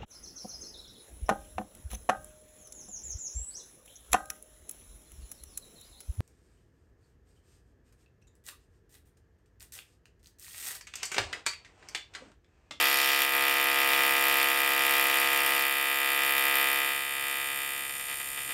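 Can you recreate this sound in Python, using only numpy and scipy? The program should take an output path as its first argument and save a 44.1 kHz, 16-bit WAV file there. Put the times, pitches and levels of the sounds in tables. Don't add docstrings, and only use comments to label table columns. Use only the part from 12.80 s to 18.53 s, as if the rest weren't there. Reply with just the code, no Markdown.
import sys
import numpy as np
from scipy import signal
from scipy.fft import rfft, irfft
from scipy.io import wavfile

SR = 44100
rng = np.random.default_rng(int(sys.argv[2]) if len(sys.argv) > 2 else 0)


def wrap_up_sound(samples):
    columns = np.atleast_2d(samples).T
    tamed = np.clip(columns, -1, 1)
    steps = np.round(tamed * 32767).astype(np.int16)
    wavfile.write(sys.argv[1], SR, steps)


N = 252693

FIRING_HZ, FIRST_FIRING_S = 68.65, .0114
CUTOFF_HZ = 15790
# delay/ms, level/dB, extra treble level/dB
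PATHS = [(0, 0, 0), (1.68, 0, 2), (2.07, -8, -8), (4.0, -4, -9), (5.64, -7, -10), (6.55, -2, -10),
         (9.58, -2, -8)]


def arc_bang(times, level_db, size_db, treble_db):
    # f/Hz, relative level/dB
    edge_spectrum = [(3850, 1), (4500, 5), (5200, -1), (5900, -20), (7500, -25), (11500, 1.5), (13000, -2),
                     (16000, -22)]
    sharp_db = np.minimum(treble_db - 0.41 * size_db, 6.5)
    sharp_db = np.interp(np.arange(N) / SR, times, sharp_db)
    drone = buzz(centre_hz=2010, diffuse_db=-1)
    drone = brightened(drone, 0.81 * sharp_db, edge_hz=3440)
    drone = from_db(7.5) * brightened(drone, 0.49 * sharp_db, edge_hz=1260)
    edge = from_db(sharp_db - 9) * click_train(edge_spectrum, lead_ms=0, diffuse_db=5)
    return held(times, level_db) * (drone + edge)


def buzz(centre_hz, diffuse_db):
    # multiple of the firing rate, level/dB
    harmonics = [(1, -35), (2, -34), (3, -36), (4, -20), (5, -15), (6, -25), (7, -10), (8, -17), (9, -21),
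                 (10, -10), (11, -13), (12, -16), (13, -8), (14, -17), (15, -13), (16, -11), (17, -18),
                 (18, -3), (19, -9), (20, -10), (21, -15), (22, -15), (23, -11), (24, -6), (25, -14),
                 (26, -6), (27, -5), (28, -7), (29, 0), (30, -9), (31, -16), (32, -12), (33, -6), (34, -19),
                 (35, -1), (36, -4), (37, -5), (38, -11), (39, -8), (40, -8), (41, -12), (42, -16),
                 (43, -14), (44, -7), (45, -9), (46, -12), (47, -17), (48, -15), (49, -15), (50, -18),
                 (51, -13), (52, -11), (53, -14), (54, -20), (55, -16), (56, -23)]
    multiples, db = np.transpose(harmonics)
    hz = multiples * FIRING_HZ
    s = 1j * hz / centre_hz
    pulse = s ** 2 / (1 + s + s ** 2) / (1 + s)
    arriving = pulse * path_sum(hz, 0, diffuse_db)
    return repeating(multiples, from_db(db) * arriving / np.abs(arriving))


def streamers(times, level_db, bright_db):
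    # f/Hz, relative level/dB
    spectrum = [(100, -21), (500, -19), (1000, -10), (1700, -4.5), (2500, 3.5), (3500, 2), (4500, -0.5),
                (6000, -3.5), (9000, -8.5), (16000, -61)]
    bursts = crackle(times, level_db, length_s=.00018, treble_share=.3, diffuse_db=1.2, wander_s=.00006)
    lift_db = np.interp(np.arange(N) / SR, times, bright_db)
    return brightened(without_lead_in(coloured(bursts, spectrum)), lift_db, edge_hz=3500)


def corona(times, level_db):
    # f/Hz, relative level/dB
    spectrum = [(1000, -34), (5000, -35), (7000, -10.5), (9000, -6), (11000, -0.5), (12500, 2.5),
                (14000, 0.5), (16000, -6.5)]
    bursts = crackle(times, level_db, length_s=.00009, treble_share=1, diffuse_db=-5.5, wander_s=.00005)
    return without_lead_in(coloured(bursts, spectrum))


def spark_gap(times, size_db, lead_ms=1.9):
    # f/Hz, relative level/dB
    spectrum = [(4000, -17), (6000, -14), (7200, -2.5), (8800, -0.5), (9300, -0.5), (9700, -3), (11300, 0),
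                (13000, -3.5), (16000, -16.5)]
    times = times - lead_ms / 1000
    chance = clipped_normal(len(times))
    sizzle_db = 2.5 + 0.84 * size_db + chance
    sizzle = crackle(times, sizzle_db, length_s=.0002, treble_share=.62, diffuse_db=-.5, wander_s=.00005)
    tick = click_train(spectrum, lead_ms, diffuse_db=3.5)
    return held(times, 0.76 * chance) * (tick + without_lead_in(coloured(sizzle, spectrum)))


def coil_whistle(times, size_db, ring_hz=9200):
    return held(times, -8 - 0.14 * size_db) * repeating([ring_hz / FIRING_HZ], 1)


def crackle(times, level_db, length_s, treble_share, diffuse_db, wander_s):
    delay_ms, db, treble_db = np.transpose(PATHS)
    age = np.arange(96) / SR / length_s
    gains = from_db(db + treble_share * treble_db)
    out = 0
    for delay_s, gain in zip(delay_ms / 1000, gains / np.linalg.norm(gains)):
        bursts = rng.standard_normal((len(times), len(age))) * age * np.exp(-age)
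        bursts *= (gain * from_db(level_db) / np.linalg.norm(bursts, axis=1))[:, None]
        onsets = times + delay_s - length_s + wander_s * rng.standard_normal(len(times))
        out = out + placed(onsets, bursts)
    wet = from_db(diffuse_db)
    return (out + wet * reverberation(out)) * np.sqrt(SR / FIRING_HZ / (1 + wet ** 2))


def click_train(spectrum, lead_ms, diffuse_db):
    multiples = np.arange(1, CUTOFF_HZ // FIRING_HZ)
    hz = multiples * FIRING_HZ
    points_hz, db = np.transpose(spectrum)
    arriving = path_sum(hz, 1, diffuse_db) * np.exp(2j * np.pi * hz * lead_ms / 1000)
    colour = from_db(np.interp(np.log(hz), np.log(points_hz), db)) * (hz > points_hz[0])
    return repeating(multiples, colour * arriving / np.abs(arriving) ** 0.46)


def path_sum(hz, treble_share, diffuse_db):
    delay_ms, db, treble_db = np.transpose(PATHS)
    turns = np.outer(hz, delay_ms) / 1000
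    paths = np.exp(-2j * np.pi * turns) @ from_db(db + treble_share * treble_db)
    scattered = np.exp(2j * np.pi * rng.random(len(hz)))
    return paths + from_db(diffuse_db) * scattered


def reverberation(x, t60_s=0.36):
    keep = from_db(-120 / (t60_s * SR))
    energy = signal.lfilter([1 - keep], [1, -keep], x ** 2 + 1e-18)
    return np.sqrt(energy) * rng.standard_normal(len(x))


def room_hush(noise_db, hum_db):
    # f/Hz, relative level/dB
    spectrum = [(20, -3), (60, -3), (130, -0.5), (220, -5), (600, -7), (3000, -41), (16000, -55)]
    hum = np.sqrt(2) * np.sin(2 * np.pi * 120 * np.arange(N) / SR)
    return from_db(noise_db) * (coloured(rng.standard_normal(N), spectrum) + from_db(hum_db) * hum)


def form_at(times, settle_s=0.045):
    # start t/s, bang treble/dB, crack level/dB, crack brightness/dB, fizz level/dB, fizz spread/dB
    forms = [(0, 0, -31.5, 2.5, -32, 1), (0.43, -2.5, -33, -3.5, -35, 1.6),
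             (2.79, 1.54, -36.5, -1.5, -33, 1), (5.02, 1.2, -27.5, -2.5, -41, 3.5)]
    start, *columns = np.transpose(forms)
    steps = np.array(columns)[:, np.searchsorted(start[1:], times)]
    keep = np.exp(-1 / (settle_s * FIRING_HZ))
    return signal.lfilter([1 - keep], [1, -keep], steps - steps[:, :1]) + steps[:, :1]


def boost(times, rows):
    out = np.zeros(len(times))
    for s, count, db in rows:
        first = np.argmin(np.abs(times - s))
        out[first:first + int(round(count))] = db
    return out


def clipped_normal(count):
    return np.clip(rng.standard_normal(count), -2, 2)


def uneven(shared, correlation=0.46):
    return correlation * shared + np.sqrt(1 - correlation ** 2) * clipped_normal(len(shared))


def held(times, db):
    return np.interp(np.arange(N) / SR, times + 0.52 / FIRING_HZ, from_db(db))


def repeating(multiples, amplitudes, size=8192):
    lines = np.zeros(size // 2 + 1, complex)
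    lines[np.round(multiples).astype(int)] = amplitudes
    cycles = (np.arange(N) / SR - FIRST_FIRING_S) * FIRING_HZ
    return rms_one(np.interp(cycles % 1 * size, np.arange(size), irfft(lines)))


def coloured(x, spectrum, size=2048):
    hz, db = np.transpose(spectrum)
    grid = np.maximum(np.arange(size // 2 + 1) * SR / size, 1)
    gain = rms_one(from_db(np.interp(np.log(grid), np.log(hz), db)))
    cepstrum = irfft(np.log(gain))
    cepstrum[1:size // 2] *= 2
    cepstrum[size // 2 + 1:] = 0
    return signal.fftconvolve(x, irfft(np.exp(rfft(cepstrum))))[:len(x)]


def brightened(x, gain_db, edge_hz):
    low = signal.sosfiltfilt(signal.butter(4, edge_hz, fs=SR, output="sos"), x)
    return low + from_db(gain_db) * (x - low)


def placed(times, shapes):
    out = np.zeros(N + SR)
    samples = np.round(times * SR).astype(int)[:, None] + np.arange(shapes.shape[1])
    np.add.at(out, samples, shapes)
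    return np.roll(out, SR // 2)


def without_lead_in(x):
    return x[SR // 2:SR // 2 + N]


def at_time(rows, s):
    when, *columns = np.transpose(rows)
    return [np.interp(s, when, column) for column in columns]


def from_db(db):
    return 10 ** (np.asarray(db) / 20)


def rms_one(x):
    return x / np.sqrt(np.mean(x ** 2) + 1e-20)


def scene():
    # t/s, level/dB
    arc = [(0.0, -32.5), (0.03, -33.5), (0.51, -36), (0.54, -32.5), (0.73, -33.5), (1.23, -31.5),
           (1.43, -32.5), (1.54, -31.5), (1.75, -33.5), (2.15, -32.5), (2.75, -33.5), (2.92, -38),
           (3.81, -34.5), (4.05, -38), (4.25, -44.5), (4.52, -42.5), (5.06, -48), (5.07, -51.5)]
    # t/s, change of crack and fizz level/dB
    flares = [(0.172, 2), (0.244, 1), (0.419, 5.5), (0.696, 1), (1.133, 4.5), (1.657, -4), (2.138, 4),
              (2.342, 3), (2.357, 1), (2.4, 3), (2.663, 5.5), (2.794, 3.5), (3.58, 5.5), (3.755, 4.5)]
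    # t/s, firing count, change of bang and crack level/dB
    spits = [(5.095, 1, 5.5), (5.153, 1, 3.7), (5.197, 1, 4), (5.285, 4, 4.5), (5.401, 1, 5.5),
             (5.503, 1, -1), (5.576, 1, 7), (5.605, 1, 2.5), (5.692, 2, 5)]
    # t/s, gap and coil gain/dB, room noise level/dB
    background = [(0, -45, -72), (2.7, -41.5, -68.5), (4.2, -40, -63), (5.73, -38, -58.5)]
    full_arc_db = -34
    times = FIRST_FIRING_S + np.arange(-20, int(N / SR * FIRING_HZ) + 1) / FIRING_HZ
    size_db = at_time(arc, times)[0] - full_arc_db
    treble_db, crack_db, bright_db, fizz_db, fizz_spread_db = form_at(times)
    coil_db, hush_db = at_time(background, np.arange(N) / SR)
    flare_db = boost(times, [(s, 1, db) for s, db in flares])
    spit_db = boost(times, spits)
    ordinary = flare_db + spit_db == 0
    shared = clipped_normal(len(times)) * ordinary
    bang = arc_bang(times, full_arc_db + size_db + spit_db + 0.34 * shared, size_db, treble_db)
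    crack_scatter_db = 1.3 * uneven(shared) * ordinary
    crack = streamers(times, crack_db + 1.24 * size_db + flare_db + spit_db + crack_scatter_db, bright_db)
    fizz_scatter_db = fizz_spread_db * uneven(shared) * ordinary
    fizz = corona(times, fizz_db + size_db + flare_db + fizz_scatter_db)
    coil = spark_gap(times, size_db) + coil_whistle(times, size_db)
    return (bang + crack + fizz + from_db(coil_db) * coil + room_hush(hush_db, hum_db=-7.5))[None]


def record(dry):
    # f/Hz, width/Hz, depth/dB
    hollows = [(4080, 250, 13), (6260, 900, 13), (7850, 500, 13), (10170, 600, 16)]
    for hz, width_hz, depth_db in hollows:
        b, a = signal.iirpeak(hz, hz / width_hz, fs=SR)
        dry = dry - (1 - from_db(-depth_db)) * signal.lfilter(b, a, dry)
    return signal.sosfilt(signal.ellip(16, .1, 80, CUTOFF_HZ, fs=SR, output="sos"), dry)


dry = scene()
out = record(dry)
wrap_up_sound(out)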